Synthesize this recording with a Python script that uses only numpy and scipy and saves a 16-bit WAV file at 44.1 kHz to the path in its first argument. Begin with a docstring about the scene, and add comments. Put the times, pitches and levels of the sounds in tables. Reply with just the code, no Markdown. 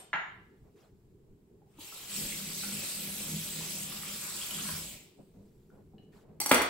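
"""The last rattle of cutlery dies away over a quiet rumble, then a board clacks in a tiled kitchen and cloth swishes.
A tap opens a little, then fully, over a steel sink and shuts again; drips ping, and a knife drops on the stone
counter: tip, bounce, handle. Struck things are sums of fading notes; water, cloth and air are shaped noise;
single bubbles are short rising notes. Tile echoes are added, and two close microphone ports pick it all up."""
import sys
import numpy as np
from scipy import signal
from scipy.fft import rfft, irfft, next_fast_len
from scipy.io import wavfile
from scipy.ndimage import uniform_filter1d

SR = 44100
rng = np.random.default_rng(int(sys.argv[2]) if len(sys.argv) > 2 else 0)


def master_out(mix):
    """Clip the mix to full scale and print it as 16-bit PCM to the path in sys.argv[1]."""
    frames = np.transpose(np.atleast_2d(mix))
    ceiling = np.clip(frames, -1, 1)
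    pcm = np.round(ceiling * 32767).astype(np.int16)
    wavfile.write(sys.argv[1], SR, pcm)


N = 295029
LEAD = SR // 5  # samples rendered before time zero, for sounds already ringing

# Levels in the tables are relative: the mix adds its own gains.
# background air: spectrum [f/Hz, level/dB per Hz]
AIR_SPECTRUM = [(30, -4.5), (60, 2), (100, -1), (140, 4), (200, -1.5), (330, -6), (405, 3), (520, -17),
                (800, -20), (1300, -29.5), (2500, -33.5), (6000, -37.5), (9000, -36.5), (15000, -37.5)]
# background air: how alike left and right are [f/Hz, likeness 0 to 1]
AIR_LIKENESS = [(60, 0.94), (380, 0.88), (700, 0.15), (1300, .05)]
AIR_DB = -60.5  # rms level of the air noise

# cutlery rattling just before the start: strength of its notes [f/Hz, level/dB]
CUTLERY_STRENGTH = [(300, -13.5), (800, -6), (1200, -9), (2000, -8.5), (3450, -1.5), (4500, -5), (7000, 5),
                    (8500, 23), (11500, 27), (15000, -1)]
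CLINK_S, CLINK_DB = -0.098, -41
# clack: contacts with the board [t/s, level/dB]
CLACK_HITS = [(.1305, -34.5), (.1365, -34.5), (.146, -42.5), (0.157, -42.5)]
# clack: strength of the board's many close, short notes [f/Hz, level/dB]
BOARD_STRENGTH = [(100, -49.5), (160, -25.5), (300, -28.5), (550, -21), (800, -0.5), (1200, 3.5),
                  (2000, 9.5), (2500, 5.5), (3200, 1.5), (4300, -6), (4800, -31.5), (5400, -9.5),
                  (7000, -15), (8000, -52.5), (16000, -49)]
# clack: single rings of the board [f/Hz, level/dB, time to fall 60 dB/s]
BOARD_NOTES = [(867, -7, 0.1), (1410, -2, .12), (1857, -3.5, 0.22), (2150, 3, 0.078), (2730, -7.5, 0.12),
               (5420, -31.5, .15), (6770, -23.5, 0.16), (6960, -25.5, 0.2), (11400, -28.5, 0.048),
               (13300, -31.5, .04)]
# knife: contacts with the counter [t/s, blade level/dB, handle level/dB]
KNIFE_HITS = [(6.4019, -25, -37.5), (6.4138, -27.5, -59), (6.46, -25.5, -38.5), (6.493, -26, -44),
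              (6.5122, -33, -19.5), (6.515, -19.5, -14.5), (6.528, -42, -33), (6.544, -21.5, -43),
              (6.557, -43, -27.5), (6.581, -42, -27.5), (6.595, -43, -27.5), (6.611, -51, -28.5),
              (6.618, -29, -32)]
# knife: rings of the blade [f/Hz, level/dB, time to fall 60 dB/s]
BLADE_NOTES = [(815, 3, 0.019), (2090, -7, 0.036), (4380, -9, 0.075), (4520, -5.5, 0.039),
               (5580, -9, 0.025), (5857, -2.5, 0.041), (8000, -20, 0.028), (8300, -5, 0.046),
               (8460, -6.5, 0.13), (11400, -3, 0.021), (10960, 4, 0.029), (11900, -14, 0.022),
               (12700, -19, .02), (13200, -3, 0.022), (14500, -15, .015), (16200, -12, .015)]
# knife: strength of the many short notes of handle and counter [f/Hz, level/dB]
HANDLE_STRENGTH = [(180, -16), (270, -13), (450, -4.5), (600, -4), (800, -4.5), (1200, 9), (2000, 4.5),
                   (2500, 8), (3300, 7.5), (4500, -28), (6500, -26), (16000, -40)]
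# knife: longer counter rings under the handle [f/Hz, level/dB, time to fall 60 dB/s]
COUNTER_NOTES = [(269, -6.5, 0.2), (753, -11, 0.047), (1158, -1, 0.12), (1250, -3, .2), (1500, -12, 0.17),
                 (2050, -4, 0.13), (3410, -2.5, 0.045)]

# low thumps through the cabinet [t/s, level/dB, f/Hz]
THUMP_NOTES = [(0.139, -46, 163), (4.719, -40.5, 88), (4.779, -52, 55.3), (6.528, -39.5, 67)]
# drips and plops, one note each [t/s, level/dB, f/Hz]
DRIP_NOTES = [(1.618, -58, 805), (1.783, -46.5, 310), (1.787, -50.5, 920), (1.924, -43.5, 1294),
              (2.324, -33, 2140), (3.608, -44, 990), (4.416, -29, 3150), (4.51, -29.5, 3000),
              (4.546, -29, 3270), (4.587, -39, 1280), (5.702, -58, 1424), (5.935, -58, 765)]
# hollow knocks in the basin [t/s, level/dB, main note f/Hz]
BASIN_KNOCKS = [(2.635, -34, 1424), (4.033, -40, 1260), (4.689, -34, 1032)]
# notes inside each knock [multiple of the main note, level/dB]
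KNOCK_PARTS = [(.6, -10.5), (0.999, 1), (1.52, 0), (3, -14)]
# light touch of steel on steel [f/Hz, level/dB, time to fall 60 dB/s]
TING_NOTES = [(1750, -8, 0.034), (2935, 2, 0.032), (4050, -4, 0.016)]
TING_S, TING_DB = 5.982, -58.5
DRIP_CYCLES, KNOCK_CYCLES, THUMP_CYCLES = 38, 26.3, 27  # cycles to fall by 60 dB

# cloth, sleeves, and a long faint hiss of the last trickle
# [t/s, length/s, level/dB, treble loss/dB per octave]
SWISH_HISSES = [(0.638, 0.08, -83, 12), (0.755, 0.16, -79.5, 5), (0.358, 0.87, -100.5, 1.5),
                (5.303, 0.77, -100.5, 0), (5.18, 0.091, -82, 15), (5.34, 0.14, -90.5, 21),
                (5.712, 0.14, -79.5, 14), (5.918, 0.12, -89.5, 21), (6.018, 0.045, -93, 3.5),
                (6.118, 0.14, -78.5, 4.5), (6.223, 0.2, -81.5, 11.5)]

# tap: flow over time [t/s, spray level/dB, lift of larger bubbles/dB]
TAP_FLOW = [(1.66, -87, -0.5), (1.77, -74, 14), (1.81, -52, -1), (2.07, -49, 1), (2.17, -40, -2),
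            (2.45, -44, 1.5), (2.57, -42, 0.5), (3.69, -43, -0.5), (3.71, -41.5, -5.5), (3.88, -45, 4.5),
            (4.73, -42.5, 8), (4.93, -49, -10.5), (5.14, -77, -1), (5.5, -86, 5)]
# spray colour of the thinnest jet [f/Hz, level/dB per Hz]
TRICKLE_COLOUR = [(200, -24), (500, -1.5), (1100, -1), (1700, -9.5), (2500, 1.5), (4000, -1), (6000, -2.5),
                  (8300, -3), (10500, -14), (15000, -13)]
# spray colour of the fullest jet [f/Hz, level/dB per Hz]
STREAM_COLOUR = [(200, 5.5), (500, -8), (800, -20), (1700, -10), (2500, -4.5), (4000, -1), (6000, -1.5),
                 (8300, -2), (10500, -8.5), (15000, -15)]
# spray: how alike left and right are [f/Hz, likeness 0 to 1]
SPRAY_LIKENESS = [(200, 0.83), (500, 0.62), (1200, 0.45), (2700, 0.39), (5000, 0.16)]
# spray: side balance [f/Hz, left minus right/dB]
SPRAY_BALANCE = [(300, 1), (800, 4), (1800, 3.5), (4200, -.5), (6400, -2.5), (10000, 19)]
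TRICKLE_DB, STREAM_DB = -55.5, -35  # spray levels at which the jet is thinnest and fullest
GURGLE_HZ = 1250  # centre of the lift from larger bubbles
BUBBLES_PER_S, BUBBLE_DB = 110, -3.5  # average rate of single bubbles, offset from the spray level

# water drumming on the sink bottom [t/s, level/dB]
DRUM_LEVEL = [(2.05, -69), (2.19, -45), (2.42, -51.5), (2.49, -44.5), (2.54, -53.5), (2.74, -42.5),
              (2.9, -61.5), (3.0, -48), (3.25, -47.5), (3.35, -37), (3.46, -54.5), (3.61, -42), (3.65, -50),
              (3.86, -49), (4.49, -57.5), (4.56, -46.5), (4.72, -46), (5.05, -63)]
# low notes of the steel sink [f/Hz, width/Hz, level/dB]
SINK_MODES = [(87, 6.4, -12), (161, 4.7, 1.5), (199.2, 7.5, 5.5), (257, 11, -34), (411, 49, -22),
              (468.5, 13, -22.5)]
# a first slug of water and the last ones, falling on the sink bottom [t/s, level/dB]
SLUG_HITS = [(1.76, -65), (5.17, -57), (5.339, -50), (5.63, -61.5), (5.73, -60.5), (5.94, -53.5),
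             (6.08, -56), (6.29, -53.5)]
SLUG_RISE_S, SLUG_T60_S = 0.005, 0.7  # swell, and time to fall 60 dB

# tile echoes: fading time before a further treble loss [f/Hz, time to fall 60 dB/s]
ECHO_T60 = [(250, 0.27), (660, 0.54), (1740, 0.54), (4590, 0.59), (10000, 0.23)]
PORT_LAG_S, PORT_FROM_HZ, PORT_SAME = 0.0002592, 6600, 1  # shared treble reaches the right port first
EDGE_HZ = 15800  # upper band limit


def gain_of(db):
    """Turns decibels into a gain."""
    return 10 ** (np.asarray(db) / 20)


def evened(x):
    """Scales a signal to rms 1."""
    return x / np.sqrt(np.mean(x ** 2) + 1e-20)


def read(points, hz):
    """Reads a table between its points, along a log-frequency axis."""
    f, value = np.transpose(points)
    return np.interp(np.log(hz + 1), np.log(f + 1), value)


def add(mix, s, sound):
    """Adds a sound at a time in seconds."""
    part = mix[LEAD + round(s * SR):][:len(sound)]
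    part += sound[:len(part)]


def grid(size):
    """Gives the frequencies and frame times of a short-time spectrum."""
    times = np.arange(N // (size // 4) + 5) * (size // 4) / SR
    return np.fft.rfftfreq(size, 1 / SR), times


def noise(field_db, same, size):
    """Makes two-channel noise from levels over frequency and time, left and right as alike as asked."""
    a, b, c, d = rng.standard_normal((field_db.shape[-1], size // 2 + 1, 4)).T
    same = np.clip(same, -1, 1)[:, None]
    left = a + 1j * b
    right = same * left + np.sqrt(1 - same ** 2) * (c + 1j * d)
    z = np.array([left, right]) * gain_of(field_db)
    return signal.istft(z, nperseg=size, noverlap=size * 3 // 4)[1][:, :N]


def patches(hz, t, bins, frames):
    """Makes random blotches over frequency and time, rms 1."""
    z = rng.standard_normal((len(t), len(hz))).T
    z = uniform_filter1d(z, round(bins), 0)
    return evened(uniform_filter1d(z, round(frames), 1))


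def ring(modes, rise_s):
    """One blow sets notes ringing; each blow lands at a slightly different spot and takes a moment."""
    t = np.arange(SR // 3) / SR
    hz, db, t60 = np.transpose(modes)[:, :, None]
    side = rng.choice([-1., 1.], hz.shape)  # either side of a still point
    spot = gain_of(2. * rng.standard_normal(hz.shape)) * side
    notes = spot * gain_of(db - 60 * t / t60) * np.sin(2 * np.pi * hz * t)
    return notes.sum(0) * (1 - np.exp(-t / rise_s)) / 3


def crowd(strength, cycles, count=80):
    """Spreads many close notes unevenly over a table's span; each falls 60 dB in so many cycles."""
    low, high = np.log(strength[0][0]), np.log(strength[-1][0])
    place = (np.arange(count) + rng.random(count)) / count
    hz = np.exp(low + (high - low) * place)
    t60 = np.minimum(cycles / hz, .07)  # never longer than 70 ms
    return np.transpose([hz, read(strength, hz), t60])


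def air():
    """Fridge and ventilation: noise with a lumpy low rumble over faint hiss."""
    hz, t = grid(1024)
    lumps_db = 2.6 * patches(hz, t, 8, 12) * (hz < 900)[:, None]
    field_db = read(AIR_SPECTRUM, hz)[:, None] + lumps_db
    return gain_of(AIR_DB) * evened(noise(field_db, read(AIR_LIKENESS, hz), size=1024))


def blows():
    """Cutlery, board and knife: each contact sets fading notes ringing; the blade also scrapes."""
    out, t = np.zeros(N + LEAD), np.arange(SR // 10) / SR
    add(out, CLINK_S, gain_of(CLINK_DB) * ring(crowd(CUTLERY_STRENGTH, 130), 0.0002))
    for s, db in CLACK_HITS:
        board = ring(crowd(BOARD_STRENGTH, 48), 0.0005) + ring(BOARD_NOTES, 0.00095)
        add(out, s, gain_of(db) * board)
    for s, blade_db, handle_db in KNIFE_HITS:
        hiss = signal.lfilter([1, 0, -1], [1], rng.standard_normal(len(t)))
        scrape = hiss * gain_of(-5.5 - 60 * t / 0.03) * (1 - np.exp(-t / 0.00078))
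        add(out, s, gain_of(blade_db) * scrape)
        add(out, s, gain_of(blade_db) * ring(BLADE_NOTES, 0.00086))
        handle = ring(crowd(HANDLE_STRENGTH, 8.8), 0.00018)
        counter = gain_of(-6.0) * ring(COUNTER_NOTES, 0.00041)
        add(out, s, gain_of(handle_db) * (handle + counter))
    # little bass lies under the blows
    return signal.sosfilt(signal.butter(2, 170, "high", fs=SR, output="sos"), out)


def pings():
    """Each thump, drip, knock or ting rings short notes over a small splash of nearby notes."""
    out, t = np.zeros(N + LEAD), np.arange(SR // 3) / SR
    notes = [(s, db, hz, DRIP_CYCLES / hz) for s, db, hz in DRIP_NOTES]
    for s, db, hz in BASIN_KNOCKS:
        notes += [(s, db + part_db, hz * k, KNOCK_CYCLES / (hz * k)) for k, part_db in KNOCK_PARTS]
    notes += [(s, db, hz, THUMP_CYCLES / hz) for s, db, hz in THUMP_NOTES]
    notes += [(TING_S, TING_DB + db, hz, t60) for hz, db, t60 in TING_NOTES]
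    for s, db, hz, t60 in notes:
        rise = 1 - np.exp(-t * hz / 0.71)  # swells over about a cycle
        tone = gain_of(-60 * t / t60) * np.sin(2 * np.pi * hz * t) * rise
        splash = gain_of(-2.0) * ring([(hz * k, 0, 9 / hz) for k in (.75, 1.3, 1.7)], 0.00058)
        add(out, s, gain_of(db) * (tone + splash))
    return out


def swishes():
    """Fabric rubbing, and the last trickle's long faint hiss: noise that swells quickly and fades."""
    hz, t = grid(512)
    power = np.full((len(hz), len(t)), 1e-20)
    for s, length, db, dull_db in SWISH_HISSES:
        u = np.clip((t - s) / length, 0, 1)
        shape = np.sqrt(u) * (1 - u) * 2.47
        octaves = np.log2(np.maximum(hz, 500) / 1000)  # counted from 1 kHz
        power += (gain_of(db - dull_db * octaves)[:, None] * shape) ** 2
    field_db = 10 * np.log10(power) + 2.6 * patches(hz, t, 8, 6)
    return noise(field_db, .5 + 0 * hz, size=512)


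def spray():
    """Bursting bubbles and splashes: hiss with blotches and sharp flickers, its colour following the flow."""
    hz, t = grid(256)
    s, level_db, gurgle_db = np.transpose(TAP_FLOW)
    full = np.clip((np.interp(t, s, level_db) - TRICKLE_DB) / (STREAM_DB - TRICKLE_DB), 0, 1)
    trickle_db, stream_db = read(TRICKLE_COLOUR, hz)[:, None], read(STREAM_COLOUR, hz)[:, None]
    colour_db = trickle_db * (1 - full) + stream_db * full
    band = (hz > 2000) & (hz < 8500)  # keep this band's power equal for every colour
    colour_db -= 10 * np.log10((gain_of(colour_db[band]) ** 2).sum(0))
    gurgle_shape = np.exp(-np.log((hz + 1) / GURGLE_HZ) ** 2 / .12)[:, None]
    colour_db += gurgle_shape * np.interp(t, s, gurgle_db)
    bursts = rng.random(len(t)) * (rng.random(len(t)) < .04)
    splash = signal.lfilter([1], [1, -.6], bursts)  # sudden, dying in a few ms
    texture_db = 1.73 * patches(hz, t, 6, 50) + 2.0 * patches(hz, t, 3, 6)
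    texture_db += 4.7 * splash * (hz / 10000)[:, None]  # strongest in the treble
    pan_db = np.array([.5, -.5])[:, None, None] * read(SPRAY_BALANCE, hz)[:, None]
    level_db = np.interp(t, s, level_db, left=-120, right=-120)
    field_db = colour_db + texture_db + pan_db + level_db
    return 1.062 * noise(field_db, read(SPRAY_LIKENESS, hz), size=256)


def bubbles():
    """Single bubbles in the basin: short notes that rise a little, a few of them loud."""
    s, level_db = np.transpose(TAP_FLOW)[:2]
    span = s[-1] - s[0]
    out = np.zeros((2, N + LEAD))
    for when, pitch, size, side in rng.random((round(BUBBLES_PER_S * span), 4)):
        when, hz = s[0] + when * span, 1100 * 5. ** pitch
        u = np.arange(round(30 * SR / hz)) / SR * hz  # time in starting cycles
        tone = np.sin(2 * np.pi * u * (1 + .0015 * u))
        note = tone * (1 - np.exp(-u / 4.7)) * np.exp(-u / 7.4)
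        db = np.interp(when, s, level_db) + BUBBLE_DB + 7. * (pitch - 1)
        db -= 2.6 * np.log(size + 0.022)  # only draws near zero are loud
        add(out[0], when, gain_of(db + 4.1 * (side - 1.5)) * note)
        add(out[1], when, gain_of(db - 2.7 * (side + 2.0)) * note)
    return out


def drum():
    """Slugs of water beat the steel bottom: noise rings the sink's low notes."""
    slugs = rng.standard_normal(N)
    out = np.zeros(N)
    for hz, width, db in SINK_MODES:
        r = np.exp(-np.pi * width / SR)
        resonance = [1, -2 * r * np.cos(2 * np.pi * hz / SR), r * r]
        out += gain_of(db) * evened(signal.lfilter([1, 0, -1], resonance, slugs))
    out = signal.sosfilt(signal.butter(2, 650, fs=SR, output="sos"), out)  # the drumming holds nothing above about 650 Hz
    strength = uniform_filter1d(uniform_filter1d(out ** 2, 1200), 1200)
    steady = out / strength ** 0.2  # partly evens out the random swells
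    s, level_db = np.transpose(DRUM_LEVEL)
    t = np.arange(N) / SR
    power = gain_of(np.interp(t, s, level_db, left=-120, right=-120)) ** 2
    for s, db in SLUG_HITS:
        age = np.maximum(t - s, 0)
        power += (gain_of(db - 60 * age / SLUG_T60_S) * np.minimum(age / SLUG_RISE_S, 1)) ** 2
    return evened(steady) * np.sqrt(power)


def kitchen(x):
    """Tile echoes: one of random sign in every 20 samples, each band dying at its own speed."""
    taps = np.zeros((2, SR))
    at = np.arange(120, SR - 40, 20)
    at = at + rng.integers(0, 20, (2, len(at)))
    np.put_along_axis(taps, at, rng.choice([-1., 1.], at.shape), 1)
    hz, t, z = signal.stft(taps, SR, nperseg=256)
    alike = np.clip(1.3 - hz / 800, .1, .98)[:, None]  # long waves are alike at both ports
    z[1] = alike * z[0] + np.sqrt(1 - alike ** 2) * z[1]
    fade_db = -60 * t / read(ECHO_T60, hz)[:, None] - 0.17 * hz[:, None] / 1000
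    tail = signal.istft(z * gain_of(fade_db), SR, nperseg=256)[1]
    return signal.fftconvolve(x[None], tail / np.linalg.norm(tail[0]), axes=1)[:, :len(x)]


def scene():
    """Mixes all sources; blows are sent to the echo most strongly, the nearer drips less."""
    hit, drip, bubble = blows(), pings(), bubbles()
    water = np.pad(spray(), [(0, 0), (LEAD, 0)])
    direct = gain_of(4.5) * np.array([hit, np.roll(hit, 3)])  # the right port 3 samples later
    to_echo = gain_of(3.5) * hit + gain_of(-0.5) * drip
    to_echo += gain_of(-8.0) * bubble.mean(0) + gain_of(-6.5) * water.mean(0)
    echoed = direct + drip + bubble + water + kitchen(to_echo)
    return echoed[:, LEAD:] + air() + drum() + swishes()


def record(dry):
    """In the treble both ports hear nearly one wave, the left a moment later; then the band limit."""
    size = next_fast_len(N + 2048)
    hz, (left, right) = np.fft.rfftfreq(size, 1 / SR), rfft(dry, size)
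    same = np.clip(PORT_SAME, 0, 1) / (1 + np.exp((PORT_FROM_HZ - hz) / 400))
    earlier = left * np.exp(2j * np.pi * hz * PORT_LAG_S)
    right = same * earlier + np.sqrt(1 - same ** 2) * right
    ports = irfft(np.array([left, right]), size)[:, :N]
    band_limit = signal.firwin(511, EDGE_HZ, window=("kaiser", 9), fs=SR)
    return signal.oaconvolve(ports, band_limit[None], "same")


dry = scene()
out = record(dry)
master_out(out)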